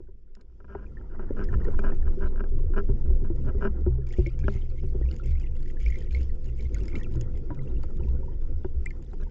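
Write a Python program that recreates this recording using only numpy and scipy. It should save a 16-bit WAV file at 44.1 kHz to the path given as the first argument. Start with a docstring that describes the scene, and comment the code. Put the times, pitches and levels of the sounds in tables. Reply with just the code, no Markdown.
"""Under water, a camera in a plastic housing rides on a diver.
Surge rocks the mount as slow heaving noise and unsteady low tones; flow drums on the shell as shaped noise.
Gear knocks and rubber creaks ring the shell's modes; small bubbles ping as damped sines and fizz close by.
Two microphones inside the shell hear the bass alike and its higher modes unequally."""
import sys
import numpy as np
from scipy import signal
from scipy.fft import rfft, irfft, next_fast_len
from scipy.io import wavfile
from scipy.ndimage import uniform_filter1d, map_coordinates

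SR = 44100
rng = np.random.default_rng(int(sys.argv[2]) if len(sys.argv) > 2 else 0)


def int16_out(signal):
    """Quantize to a 16-bit WAV file."""
    q = np.round(np.clip(np.atleast_2d(signal).T, -1, 1) * 32767)
    wavfile.write(sys.argv[1], SR, q.astype(np.int16))


def gain_from_db(level_db):
    """Convert decibel levels to linear amplitude factors (20 dB per decade)."""
    decades = np.asarray(level_db, float) / 20
    return 10 ** decades


N = 410130  # length in samples


def unit(x):
    """Scale to rms 1."""
    return x / np.sqrt(np.mean(x ** 2) + 1e-20)


def along(points, hz):
    """Read a curve of (frequency [Hz], value) points on a log-frequency axis."""
    f, v = np.transpose(points)
    return np.interp(np.log(hz + 1), np.log(f + 1), v)


def curves(rows):
    """Draw one value per sample for each column after the time."""
    s, *cols = np.transpose(rows)
    return [np.interp(np.arange(N) / SR, s, c) for c in cols]


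def wobble(rate):
    """A smooth random curve with rate knots a second."""
    knots = rng.standard_normal(int(N * rate / SR) + 4)
    return map_coordinates(knots, [np.arange(N) * rate / SR])


def filtered(x, response):
    """Shape x by a complex response of frequency."""
    m = next_fast_len(N + SR // 2)
    return irfft(rfft(x, m) * response(np.fft.rfftfreq(m, 1 / SR)), m)[..., :N]


def modes(table):
    """Causal response of (frequency [Hz], width [Hz], level [dB]) resonances of alternating sign."""
    def response(f):
        total = 0
        for k, (centre, width, db) in enumerate(table):
            resonance = 1j * f * width / (centre * centre - f * f + 1j * f * width)
            total = total + (-1) ** k * gain_from_db(db) * resonance
        return total
    return response


def causal(x, spectrum):
    """Pass x through the minimum-phase filter of a (frequency [Hz], level [dB]) spectrum, pulse peak 1."""
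    cepstrum = irfft(np.log(gain_from_db(along(spectrum, np.fft.rfftfreq(2048, 1 / SR)))))
    cepstrum[1:1024] *= 2  # folding to positive time makes it minimum phase
    cepstrum[1025:] = 0
    pulse = irfft(np.exp(rfft(cepstrum)))
    return signal.fftconvolve(x, pulse[None] / np.abs(pulse).max(), axes=1)[:, :N]


def leading(pair, lead):
    """Put the left side ahead of the right by (frequency [Hz], phase [rad]) points."""
    return filtered(pair, lambda hz: np.exp(.5j * np.outer([1, -1], along(lead, hz))))


def grains(s, db, hz, t60, pan_db, attack, rise, bend=1):
    """Place damped sines left and right; their pitch climbs by the share rise over t60 seconds.

    A bend over 1 holds the ring, then cuts it."""
    t60 = np.clip(t60, .002, .11)[:, None]
    t = np.arange(min(SR // 16, int(t60.max() * SR))) / SR
    decay = gain_from_db(-60 * (t / t60) ** bend)
    onset = 1 - np.exp(-t / attack)
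    ring = decay * onset * np.sin(2 * np.pi * hz[:, None] * t * (1 + rise * t / t60 / 2))
    ring *= gain_from_db(db)[:, None] / np.abs(ring).max(axis=1, keepdims=True)
    at = (np.round(s * SR).astype(int)[:, None] + np.arange(len(t))).ravel()
    sides = [(ring * gain_from_db(k * pan_db / 2)[:, None]).ravel() for k in (1, -1)]
    return np.array([np.bincount(at, side, N + SR)[:N] for side in sides])


def bouts(rows, rise, bend):
    """Gain of events that swell in the share rise of their fading time; bend shapes the slopes."""
    t = np.arange(0, N, 32) / SR
    power = 0
    for s, db, length, *_ in rows:
        away = np.maximum(t - s, (s - t) / max(rise, .05)) / max(length, .02)
        power = power + gain_from_db(db - 20 * away ** bend) ** 2  # 20 dB down one length after the peak
    return np.interp(np.arange(N) / SR, t, np.sqrt(power))


# left-right likeness of the noise: (frequency [Hz], coherence [0..1])
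LIKENESS = [(60, 0.99), (300, 0.97), (450, 0.91), (700, 0.41), (3000, 0.057), (10000, 1)]


def rush(spectrum, patchy_db):
    """Stereo noise of rms 1 with patches of random gain in time and frequency."""
    z = signal.stft(rng.standard_normal((2, N)), nperseg=512)[2]
    field = uniform_filter1d(rng.standard_normal(z.shape[1:]), size=5, axis=0)
    field = uniform_filter1d(field, size=6, axis=1)
    pair = signal.istft(z * gain_from_db(patchy_db * unit(field)), nperseg=512)[1][:, :N]

    def mid_side(hz):
        turn = np.arccos(np.clip(along(LIKENESS, hz), -1, 1)) / 2
        return gain_from_db(along(spectrum, hz)) * [np.cos(turn), np.sin(turn)]

    mid, side = filtered(pair, mid_side)
    return unit(np.array([mid + side, mid - side]))


# a click's colour through the shell: (frequency [Hz], relative level [dB])
SNAP_COLOUR = [(700, -33), (1500, 3.5), (2200, 3), (3300, -1), (4200, -7), (5200, 1), (6000, -15),
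               (6800, 3), (7300, -11.5), (7800, -15), (10000, -24.5), (15000, -38)]


def snapping(at, db, pan_db, life):
    """Each snap is a puff of noise fading over life seconds, coloured by the shell."""
    starts = np.zeros((2, N))
    starts[:, at] = gain_from_db(db + np.outer([.5, -.5], pan_db))
    puffs = signal.fftconvolve(starts, np.exp(-np.arange(600) / SR / life)[None], axes=1)[:, :N]
    noise = rng.standard_normal(N) + 0.11 * rng.standard_normal((2, N))  # nearly alike on both sides
    return causal(puffs * noise, SNAP_COLOUR)


# the flow: (time [s], strength [dB], eddies over their usual share [dB])
FLOW_COURSE = [(0.0, -60.5, -2), (0.2, -68.5, 2.5), (0.49, -65, 6.5), (0.77, -53.5, -1),
               (1.11, -52.5, 10.5), (1.53, -39.5, -2), (1.76, -41, 3.5), (1.92, -44, 6), (2.64, -45, -2.5),
               (3.52, -43, 1), (4.07, -50, 3), (4.43, -48, -2), (4.56, -51, 7), (4.82, -51, -7.5),
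               (4.97, -45.5, 2.5), (5.49, -51.5, 1.5), (6.16, -48, -1), (6.55, -49, -2), (6.99, -42, 1.5),
               (7.33, -46, -1.5), (7.87, -46, 5), (8.0, -41, -3), (8.39, -48.5, 1), (9.3, -50.5, 3)]


def driven(over_db, grows):
    """Level [dB] of a layer: over_db above the mean flow, growing by grows dB for each dB of flow."""
    flow_db = curves(FLOW_COURSE)[0]
    return flow_db.mean() + over_db + grows * (flow_db - flow_db.mean())


# surge rocking the mount: (time [s], level [dB], frequency [Hz])
ROCKING = [(0.0, -44, 17.5), (0.23, -41.5, 15.5), (0.6, -47.5, 15.5), (1.79, -16, 15.5),
           (1.94, -18.5, 16.8), (2.2, -20, 17.1), (2.33, -21.5, 19.6), (3.39, -21, 19.5), (3.52, -26, 18.2),
           (4.35, -30, 21.1), (4.5, -28, 19.6), (4.95, -24.5, 19.6), (5.1, -35, 24.9), (5.33, -24.5, 25.3),
           (5.52, -26.5, 19.5), (6.52, -28.5, 16.7), (6.86, -33.5, 16.8), (6.99, -25.5, 19.5),
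           (7.51, -31.5, 18.7), (7.8, -27.5, 18.2), (8.88, -27.5, 17.8), (9.07, -38, 24.7),
           (9.25, -26.5, 26.2), (9.3, -46.5, 39)]
# bouts that shake the mount's springy mode: (peak time [s], level [dB], length [s], frequency [Hz])
SPRING_SHAKES = [(1.1, -47, 0.18, 45), (1.52, -32, 0.081, 63.4), (1.6, -28, 0.048, 59.4),
                 (1.81, -31, 0.15, 59.55), (2.07, -20.5, 0.076, 64.63), (2.25, -24, 0.091, 58.6),
                 (2.67, -25, 0.11, 66.33), (2.9, -33.5, 0.24, 62.9), (3.1, -20, 0.1, 61.13),
                 (3.26, -30, 0.03, 58.1), (3.44, -30, 0.32, 63.5), (3.89, -23.5, 0.32, 61.92),
                 (4.2, -23.5, 0.037, 63.03), (4.43, -31.5, 0.45, 70.05), (4.92, -29, 0.5, 59),
                 (5.05, -19, 0.12, 58), (5.33, -21.5, 0.18, 58.24), (5.52, -30.5, 0.13, 66),
                 (5.88, -18, 0.12, 53.2), (6.17, -20, 0.18, 58.8), (6.6, -30, 0.66, 62.46),
                 (6.79, -27, 0.21, 56.35), (7.2, -38, 0.22, 64.17), (7.49, -36, .15, 46.95),
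                 (7.75, -26.5, 0.17, 58.4), (8.1, -21, 0.16, 61.85), (8.24, -42, 0.22, 66),
                 (8.57, -29, 0.096, 64.86), (8.78, -24.5, 0.09, 68.7), (9.15, -45, 0.084, 49.8)]
# swells of the shell's hum: (peak time [s], level [dB], length [s])
HUM_SWELLS = [(1.5, -48, 0.3), (2.59, -37.5, 0.22), (3.39, -42, 0.36), (3.9, -28.5, 0.28),
              (4.24, -29.5, 0.39), (4.48, -35, 0.42), (4.86, -38.5, 0.49), (5.25, -38.5, 0.88),
              (5.92, -36, 0.25), (6.5, -41, 0.67), (7.18, -32.5, 0.29), (7.54, -32.5, 0.46),
              (8.05, -37, 0.57), (8.9, -45.5, 0.62)]
# colour of the surge: (frequency [Hz], relative level [dB])
SURGE_COLOUR = [(8, -33.5), (14, -1.5), (24, 2), (34, -4.5), (48, -23.5), (100, -120)]


def mount():
    """Water keeps three low modes swinging with unsteady phase, while the surge itself heaves below."""
    rock_db, rock_hz = curves(ROCKING)
    spring_hz = curves(SPRING_SHAKES)[2]

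    def tone(hz, loose):
        return np.sqrt(2) * np.sin(2 * np.pi * np.cumsum(hz * (1 + loose * wobble(12))) / SR)

    hum = gain_from_db(3.3 * wobble(14)) * tone(126.2, loose=0.055)
    heave = filtered(rng.standard_normal(N), lambda f: gain_from_db(along(SURGE_COLOUR, f)))
    surge = gain_from_db(-6.5) * unit(heave)
    idle = gain_from_db(driven(over_db=1.4, grows=0.32))  # the spring never quite rests
    spring = np.hypot(bouts(SPRING_SHAKES, rise=0.78, bend=0.95), idle) * tone(spring_hz, loose=0.0712)
    rocking = gain_from_db(rock_db) * (surge + tone(rock_hz, loose=0.1472))
    return rocking + spring + bouts(HUM_SWELLS, rise=0.25, bend=0.77) * hum


# colours of the three flow layers: (frequency [Hz], relative level [dB])
RUMBLE_COLOUR = [(15, -21.5), (28, -23.5), (45, -0.5), (70, -2), (100, -14), (150, -15.5), (200, -39),
                 (400, -120)]
DRUM_COLOUR = [(100, -33), (160, -3.5), (185, -3), (215, 3.5), (270, -5), (365, 2), (440, -8), (500, -3),
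               (600, -21), (750, -36), (1500, -120)]
CHURN_COLOUR = [(450, -46), (650, 0), (800, -2), (950, -2.5), (1130, -9.5), (1370, -3), (1650, -17.5),
                (2000, -9), (4000, -120)]


def flow():
    """Turbulence rumbles and drums on the shell in lumps; stronger eddies gurgle in its higher modes."""
    rumble_db, drum_db = driven(over_db=10.8, grows=1), driven(over_db=0, grows=0.96)
    churn_db = driven(over_db=-20.5, grows=1.14) + curves(FLOW_COURSE)[1]
    lumps = wobble(22)
    rumble = gain_from_db(rumble_db + 1.9 * wobble(15.0)) * rush(RUMBLE_COLOUR, patchy_db=0.5)
    drum = gain_from_db(drum_db + 1.6 * lumps) * rush(DRUM_COLOUR, patchy_db=2.5)
    rough = np.clip((churn_db + 78.5) / 16, .15, 1.0)  # hard flow breaks into lumps, slack flow runs smooth
    churn_gain = gain_from_db(churn_db + rough * (2.8 * lumps + 3.2 * wobble(40)))
    churn = churn_gain * rush(CHURN_COLOUR, patchy_db=3.5)
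    u = rng.random((260, 4))  # one row a gurgle: time, mode, level, pan
    at = (u[:, 0] * N).astype(int)
    hz = np.where(u[:, 1] < .5, 950, 1380) * (1 + 0.091 * rng.standard_normal(len(u)))
    gurgle_db = churn_db[at] - 4.0 + 12 * u[:, 2]
    gurgles = grains(at / SR, gurgle_db, hz, 40 / hz, 8 * u[:, 3] - 2.5, attack=0.00057, rise=0.032)
    return rumble + drum + churn + gurgles


# knocks: (time [s], reference level [dB], thud over it [dB], rap over it [dB], air pocket [Hz])
BLOWS = [(.002, -34, -17, -28, 340), (0.084, -44, -4, -20.5, 378), (0.75, -25.5, -7.5, -7, 395),
         (1.194, -33.5, -6.5, -1.5, 370), (1.306, -15, -35.5, -29, 330), (1.661, -26, -8.5, -24, 378),
         (1.683, -22.5, -23.5, -18, 408), (1.921, -23.5, -4.5, -17.5, 335), (2.17, -28.5, 0, -40, 377),
         (2.516, -33, 3, -43, 386), (2.597, -34, -7, -32, 378), (2.637, -36.5, -4.5, -30, 394.7),
         (2.89, -23.5, 8, -22, 387.5), (3.101, -28, -3.5, -19.5, 366), (3.218, -36, 14.5, -20, 383),
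         (3.301, -17.5, -4, -31, 330.5), (3.446, -34.5, 8, -16, 264), (3.546, -27.5, 6.5, -26, 392),
         (3.863, -16, 4.5, -26, 359.6), (3.983, -30, 0, -37, 396), (4.184, -15.5, 3, -36.5, 356),
         (4.264, -22, -1, -45, 339.1), (4.441, -31, 15, -31, 385), (4.483, -33.5, -0.5, -11, 405),
         (4.546, -35.5, 15.5, -21, 382), (4.834, -32, 9.5, -20.5, 374), (4.947, -25.5, -0.5, -34, 375),
         (5.012, -23, -18.5, -26, 328.6), (6.806, -34, 11, -35, 376.6), (7.149, -32.5, 8.5, -19, 324),
         (7.504, -27, 1.5, -7, 295), (7.836, -37, -8, -3.5, 284), (8.646, -21.5, -5.5, -15, 364),
         (9.133, -38, -6.5, -5, 388)]
# struck shell modes in low, middle and high groups: (frequency [Hz], width [Hz], level [dB])
STRUCK_MODES = [
    [(45, 11, -0.5), (85, 26.4, -2.5), (126.9, 6.7, 1.5), (216, 74, -13)],
    [(327, 150, -9), (352.3, 85, 1), (366, 76, -2.5), (560, 55, -13)],
    [(780, 190, -4), (968, 34, 3), (1400, 310, -4.5)],
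]


def knocks():
    """A blow is a short ragged push: soft ones wake low modes, hard ones high, and trapped air bloops."""
    out, t = np.zeros(N + SR), np.arange(SR // 2) / SR
    f = np.fft.rfftfreq(len(t), 1 / SR)
    at, level_db, low_db, _, pocket_hz = np.transpose(BLOWS)
    contact = 0.016 * gain_from_db(0.39 * low_db)  # contact time [s], longer for a heavier thud
    for (s, db, thud_db, rap_db, _), length in zip(BLOWS, contact):
        click = 5 * np.exp(-t / 0.0001)
        scrape = rng.standard_normal(len(t)) * np.exp(-(t / max(length, .002) + 0.26) ** 2)
        push = rfft(click + scrape)
        for group, share_db in zip(STRUCK_MODES, (thud_db, -12.5, rap_db)):
            soften = (1 + 1j * f / group[-1][0] / 1.33) ** 4  # treble roll-off above the group
            ring = irfft(push * modes(group)(f) / soften, len(t))
            out[round(s * SR):][:len(t)] += gain_from_db(db + share_db) * ring / np.abs(ring).max()
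    bloops = grains(at, level_db - 5.5, pocket_hz, 3.17 * contact, 0 * at, attack=0.0081, rise=0.03, bend=1.87)
    return out[:N] + bloops[0]


# rubber strokes on the shell: (start [s], end [s], reference level [dB], nominal slip rate [1/s])
STROKES = [(0.367, 0.372, -61, 80), (0.387, 0.416, -75, 150), (0.497, 0.498, -71, 91),
           (0.521, 0.522, -69, 120), (0.602, 0.605, -48.5, 186), (0.644, 0.648, -54, 212),
           (0.679, 0.749, -63, 170), (0.767, 0.801, -62, 170), (0.808, 0.85, -65.5, 170),
           (1.011, 1.013, -60, 230), (1.097, 1.163, -65.5, 75), (1.189, 1.251, -62, 190),
           (1.367, 1.437, -45, 95), (1.503, 1.515, -58.5, 110), (1.528, 1.549, -44, 170),
           (1.598, 1.616, -53, 170), (1.644, 1.693, -60, 100), (1.682, 1.684, -46, 180),
           (1.744, 1.746, -47, 200), (1.79, 1.793, -36.5, 200), (1.838, 1.906, -43, 200),
           (2.064, 2.084, -48, 153), (2.208, 2.273, -49, 165), (2.358, 2.365, -50, 88),
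           (2.377, 2.384, -47.5, 270), (2.395, 2.413, -40, 95), (2.439, 2.439, -37.5, 314),
           (2.736, 2.747, -40, 140), (2.763, 2.806, -41.5, 160), (3.059, 3.061, -53, 190),
           (3.245, 3.258, -55.5, 230), (3.265, 3.276, -61, 190), (3.465, 3.506, -52.5, 200),
           (3.609, 3.677, -41, 172), (4.433, 4.435, -51, 200), (4.481, 4.486, -37, 220),
           (9.2, 9.237, -61.5, 130)]
# shell modes under a slip: (frequency [Hz], width [Hz], level [dB])
RUBBED_MODES = [(206.3, 12.4, 16.5), (395, 18.8, 15.5), (617, 78, -0.5), (1000, 48, -1), (1320, 110, -5.5),
                (1592, 144, -9), (2400, 150, -20.5), (2930, 190, -21.5), (5250, 310, -30.5)]


def creaks():
    """Stick and slip: uneven jolts ring the shell; a stroke bites in a few ms and eases off."""
    jolts = np.zeros(N)
    uneven = gain_from_db(2.2 * wobble(90))
    size = gain_from_db(3 * wobble(170) + 2 * wobble(35))
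    grit = .012 * rng.standard_normal(N)
    for start, end, db, rate in STROKES:
        on = slice(round(start * SR), round((end + 0.0041) * SR))
        slips = np.diff(np.floor(np.cumsum(rate * uneven[on]) / SR), prepend=-1)
        bite = np.clip(np.arange(on.stop - on.start) / SR / 0.011, .75, 1)
        ease = np.clip((on.stop - np.arange(on.start, on.stop)) / SR / 0.01, 0, 1)
        gritty = grit[on] * gain_from_db(-.4 * (db + 30.0))  # light strokes are more grit than jolt
        jolts[on] += gain_from_db(db + 40.5) * ease * bite * (slips * size[on] + gritty)
    scuff = uniform_filter1d(np.abs(jolts), size=90) * rng.standard_normal(N)  # each slip scuffs for 2 ms
    jolts = jolts + 1.7 * scuff

    def shell(f):
        rasp = 1 + gain_from_db(7) * modes([(1580, 450, 0)])(f)  # the rubbed panel sharpens its own main mode
        soft = 1 / (1 + 1j * f / 6000) ** 2
        return modes(RUBBED_MODES)(f) * rasp * soft

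    return filtered(jolts, shell)


# bubbles: (time [s], level [dB], frequency [Hz])
BUBBLE_PINGS = [(.037, -77, 1640), (0.072, -68, 1500), (.277, -72, 1440), (0.8643, -56.5, 2440),
                (0.9702, -45.5, 1780), (1.29, -53, 1706), (1.448, -53, 1900), (1.487, -41, 1770),
                (1.538, -42, 1760), (1.6143, -48, 1810), (1.6492, -44.5, 1830), (1.735, -45, 1000),
                (1.798, -52.5, 2470), (1.918, -46, 1760), (2.0264, -51, 1740), (2.265, -63.5, 3870),
                (2.278, -61, 3900), (2.287, -63, 3880), (2.302, -65, 2100), (3.075, -70, 3900),
                (4.017, -60, 1702), (4.033, -63, 1400), (4.0672, -52, 2360), (4.107, -48.5, 2180),
                (4.137, -43.5, 1900), (4.135, -51, 3300), (4.176, -57, 2400), (4.262, -32.5, 2204),
                (4.293, -52, 2400), (4.317, -61, 2630), (4.338, -61, 2907), (4.3905, -54, 2305),
                (4.412, -52, 2424), (4.438, -45, 1610), (4.441, -47, 2210), (4.542, -57, 2130),
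                (4.5622, -55.5, 1880), (4.6196, -51.5, 3080), (4.7, -57, 4430), (4.786, -51, 2160),
                (5.025, -50.5, 1900), (5.056, -54, 2350), (5.087, -48, 2640), (5.108, -54, 1440),
                (5.112, -50, 2900), (5.243, -54, 2150), (5.257, -56, 2220), (5.37, -53, 2290),
                (5.432, -53, 2760), (5.197, -44, 1366), (5.234, -55, 2610), (5.27, -49, 2140),
                (5.3527, -49, 2143), (5.41, -51, 2470), (5.44, -48, 2080), (5.468, -50, 2530),
                (5.5545, -56, 2780), (5.659, -53, 1920), (5.7003, -48, 1990), (5.7689, -49.5, 1717),
                (5.8101, -48.5, 2250), (5.822, -54, 2300), (5.84, -57, 2030), (5.893, -53, 2045),
                (5.972, -53, 2090), (6.075, -59, 1950), (5.8623, -32.5, 2260), (5.901, -41, 2040),
                (5.922, -39.5, 2145), (5.943, -41.5, 2100), (5.9561, -40, 2070), (6.005, -53, 3170),
                (6.0154, -49.5, 1890), (6.051, -59, 1906), (6.1076, -49, 2390), (6.148, -32.5, 2167),
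                (6.1692, -44, 2180), (6.2, -54, 2730), (6.22, -59, 2749), (6.295, -52, 1960),
                (6.47, -58, 2800), (6.488, -54.5, 2750), (6.596, -47.5, 2270), (6.6538, -49, 2110),
                (6.7445, -40.5, 2130), (6.764, -46.5, 1440), (6.812, -52.5, 2720), (6.882, -42.5, 2110),
                (6.903, -57, 2310), (6.916, -50, 2110), (6.93, -44, 2200), (6.9533, -33.5, 2140),
                (6.958, -41.5, 2645), (6.979, -52, 2270), (6.995, -49, 1850), (6.998, -62, 2670),
                (7.032, -48.5, 3338), (7.065, -52, 1355), (7.211, -51, 2880), (7.012, -42, 1856),
                (7.045, -43.5, 2624), (7.165, -54, 1400), (7.574, -51, 1320), (7.591, -47.5, 2062),
                (7.6743, -55.5, 2680), (7.7485, -64, 2770), (7.767, -56.5, 2760), (7.885, -58, 1383),
                (7.905, -57, 1320), (8.034, -52, 2554), (8.0728, -69, 2650), (8.167, -57, 1457),
                (7.994, -55, 1330), (8.004, -49.5, 900), (8.078, -52, 948.5), (8.23, -49.5, 913),
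                (8.28, -48.5, 930), (8.312, -56, 908), (8.861, -28.5, 2040), (8.907, -40, 2084),
                (9.267, -51.5, 916)]
# sharp ticks: (time [s], reference level [dB], frequency [Hz])
SHARP_TICKS = [(0.3513, -47, 5250), (0.411, -53.5, 4140), (1.441, -42.5, 5100), (1.644, -50.5, 4200),
               (1.7937, -39, 2350), (1.968, -59, 2510), (1.953, -64.5, 5340), (2.916, -55.5, 5350),
               (3.164, -55, 2290), (3.36, -55, 5403), (3.454, -55.5, 5000), (4.069, -47, 4760),
               (4.14, -59, 3930), (4.268, -41.5, 5400), (4.3912, -45, 6330), (4.523, -67, 4950),
               (5.113, -39, 4423), (5.141, -46.5, 4530), (5.164, -43.5, 6600), (5.4056, -64, 4680),
               (5.267, -55, 8200), (5.605, -55, 7700), (5.628, -47, 4410), (5.6568, -54, 6540),
               (5.8598, -44.5, 5537), (5.8837, -40.5, 5000), (5.903, -42, 6760), (6.006, -58, 3100),
               (6.11, -45.5, 3000), (5.957, -51, 6330), (5.9872, -43, 6640), (6.1278, -44.5, 4230),
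               (6.147, -38, 4200), (6.2312, -44, 4854), (6.4436, -53, 4330), (6.607, -47, 3950),
               (6.7449, -31.5, 6650), (6.784, -47, 4504), (6.8347, -44, 5600), (6.8553, -42, 5050),
               (6.881, -38, 5133), (6.955, -39.5, 3760), (6.972, -48, 7000), (6.985, -46, 6340),
               (7.033, -45, 6285), (7.1218, -55, 5000), (7.139, -50, 3950), (7.157, -46, 6470),
               (7.211, -30, 6630), (7.373, -46, 2032), (7.8329, -43, 4460), (7.97, -52.5, 3550),
               (8.087, -53.5, 3800), (8.8583, -35, 7630), (8.905, -48, 4420), (9.025, -52, 6840),
               (9.234, -52, 5550)]
# left lead of bubbles heard through the shell: (frequency [Hz], phase [rad])
THROUGH_SHELL = [(0, 0), (1550, -0.38), (1980, -0.91), (2580, -0.92), (2840, 0.74), (3190, -0.4),
                 (4220, 0.41), (4650, -0.1), (5600, -0.2), (5860, -0.0), (8350, 0.1)]


def bubbles():
    """Pings ring as a close, beating pair after a soft start; ticks are a snap with a short ring."""
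    s, db, hz = np.transpose(BUBBLE_PINGS)
    t60 = 33.7 / hz  # the main ring falls 60 dB in 33.7 cycles
    apart = 1 + 0.083 * rng.standard_normal(len(s))
    pan_db = 3 + 1.3 * rng.standard_normal(len(s))
    pings = grains(s, db, hz, t60, pan_db, attack=0.0015, rise=0.03, bend=1.3)
    late = s + 0.012 * rng.random(len(s))
    partners = grains(late, db - 11.0, hz * apart, 2.5 * t60, pan_db, attack=0.0016, rise=0.031)
    s, db, hz = np.transpose(SHARP_TICKS)
    pan_db = 3 * rng.standard_normal(len(s))
    snaps = snapping(np.round(s * SR).astype(int), -63.5 + 0.54 * (db + 42.5), pan_db, life=0.0034)
    rings = grains(s, db - 7.0, hz, 45 / hz, pan_db - 2.5, attack=0.00021, rise=0.026)
    return leading(pings + partners, THROUGH_SHELL) + snaps + rings


# flurries of tiny bubbles past the shell: (start [s], end [s], swarm level [dB])
BUBBLE_FLURRIES = [(4.061, 7.447, -75.5), (7.2, 9.4, -78), (1.351, 2.301, -75), (2.602, 3.702, -81),
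                   (4.062, 4.33, -70), (4.384, 4.651, -70), (4.762, 4.899, -75), (5.04, 5.23, -71),
                   (5.231, 5.491, -71), (5.541, 5.778, -73), (5.79, 6.078, -69), (6.1, 6.316, -69),
                   (6.436, 6.513, -74), (6.579, 6.705, -73), (6.72, 7.062, -69), (7.104, 7.218, -72.5),
                   (7.499, 8.105, -78), (8.82, 8.933, -73), (9, 9.296, -77)]
# colour of the hiss: (frequency [Hz], relative level [dB])
FIZZ_COLOUR = [(940, -37), (1600, -24.5), (1680, -1.5), (2120, -5), (2520, -4), (2780, -5), (3400, -6.5),
               (3900, -15.5), (4860, -8), (5790, -9.5), (6870, -15.5), (7400, -17.5), (8400, -29),
               (9200, -48.5), (11300, -61.5), (19100, -120)]
# high shell modes that grit wakes: (frequency [Hz])
GRIT_MODES = [2880, 4850, 5640, 6540, 7000, 3650]


def fizz():
    """A hiss thickens in the flurries, where tiny bubbles, pops and grit crowd; many bubbles ring near 2 kHz."""
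    t, bed_db = np.arange(N) / SR, driven(over_db=-30, grows=.55)
    power = 0
    for start, end, db in BUBBLE_FLURRIES:
        shape = np.minimum((t - start) / 0.0066, (end - t) / .07)  # arrives fast, thins out slowly [s]
        power = power + gain_from_db(2 * db) * np.clip(shape, 0, 1)
    swarm_db = 10 * np.log10(power + gain_from_db(2 * bed_db))
    over_db = swarm_db - bed_db
    even = gain_from_db(1.5 * wobble(20)) * rush(FIZZ_COLOUR, patchy_db=2.2)
    hiss = gain_from_db(bed_db + 0.75 * over_db) * even
    crowd = np.cumsum((gain_from_db(1.3 * over_db) - .8) * gain_from_db(5 * wobble(25)))  # events gather where this climbs
    u, g = rng.random((1500, 5)), rng.standard_normal((1500, 3))
    at = np.searchsorted(crowd / crowd[-1], u[:, 0])
    spread = np.where(u[:, 2] < .45, .14, .6)
    hz = 2150 * np.exp(spread * np.abs(g[:, 0]) - .06)
    size_db = swarm_db[at] + 0.083 * over_db[at] - 4.0 + 17 * u[:, 1] ** 3 - 3 * np.log2(hz / 2000)
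    tiny_pan_db = 2.1 + 2.0 * g[:, 1]
    tiny = grains(at / SR, size_db, np.minimum(hz, 8000), 55 / hz, tiny_pan_db, attack=0.00087, rise=0.065)
    grit_hz = np.take(GRIT_MODES, (len(GRIT_MODES) * u[:, 4]).astype(int)) * np.exp(0.09 * g[:, 1])
    grit_db = swarm_db[at] - 3.5 + 17 * u[:, 3] ** 3 - 3 * np.log2(grit_hz / 2600)
    grit_s, grit_pan_db = at / SR + .002 * u[:, 2], 1.5 + 4 * g[:, 2]
    grit = grains(grit_s, grit_db, grit_hz, 32 / grit_hz, grit_pan_db, attack=0.0006, rise=0.03)
    pop_db = swarm_db[at[::9]] - 6.5 + 14 * u[::9, 3] ** 2
    pops = snapping(at[::9], pop_db, 2.0 + 3.1 * g[::9, 2], life=0.0015)
    return hiss + tiny + grit + pops


# left over right for creaks and knocks: (frequency [Hz], level difference [dB])
SHELL_LEAN = [(60, 1.5), (120, -1), (240, 2.5), (490, 2.5), (1000, 4.5), (2020, 3), (4070, 3.5), (8220, -3)]
# left lead for creaks and knocks: (frequency [Hz], phase [rad])
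SHELL_LEAD = [(0, 0.75), (690, -0.33), (1030, 1), (1290, 0.61), (1720, 1), (2150, -0.4), (2410, -1.1),
              (2760, -0.57), (3360, -0.071), (3620, 0.051), (3960, 0.1), (6120, -0.0), (7840, 0.1),
              (8350, -0.0)]


def scene():
    """Creaks and knocks reach each microphone with their own strength and phase; the rest joins them."""
    def ports(hz):
        lean, lead = along(SHELL_LEAN, hz), along(SHELL_LEAD, hz)
        return np.array([gain_from_db(k * lean / 2) * np.exp(.5j * k * lead) for k in (1, -1)])

    return mount() + flow() + filtered(knocks() + creaks(), ports) + bubbles() + fizz()


def band_limit(x):
    """A steep low-pass at the top of the band."""
    return signal.sosfilt(signal.butter(12, 14500, fs=SR, output="sos"), x)


def record(dry):
    """The preamplifier squeezes the largest swings and adds a faint self-noise."""
    soft = dry / (1 + np.abs(dry / .4) ** 4) ** (1 / 4)
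    self_noise = gain_from_db(-100) * rng.standard_normal(dry.shape)
    return band_limit(soft + self_noise)


dry = scene()
out = record(dry)
int16_out(out)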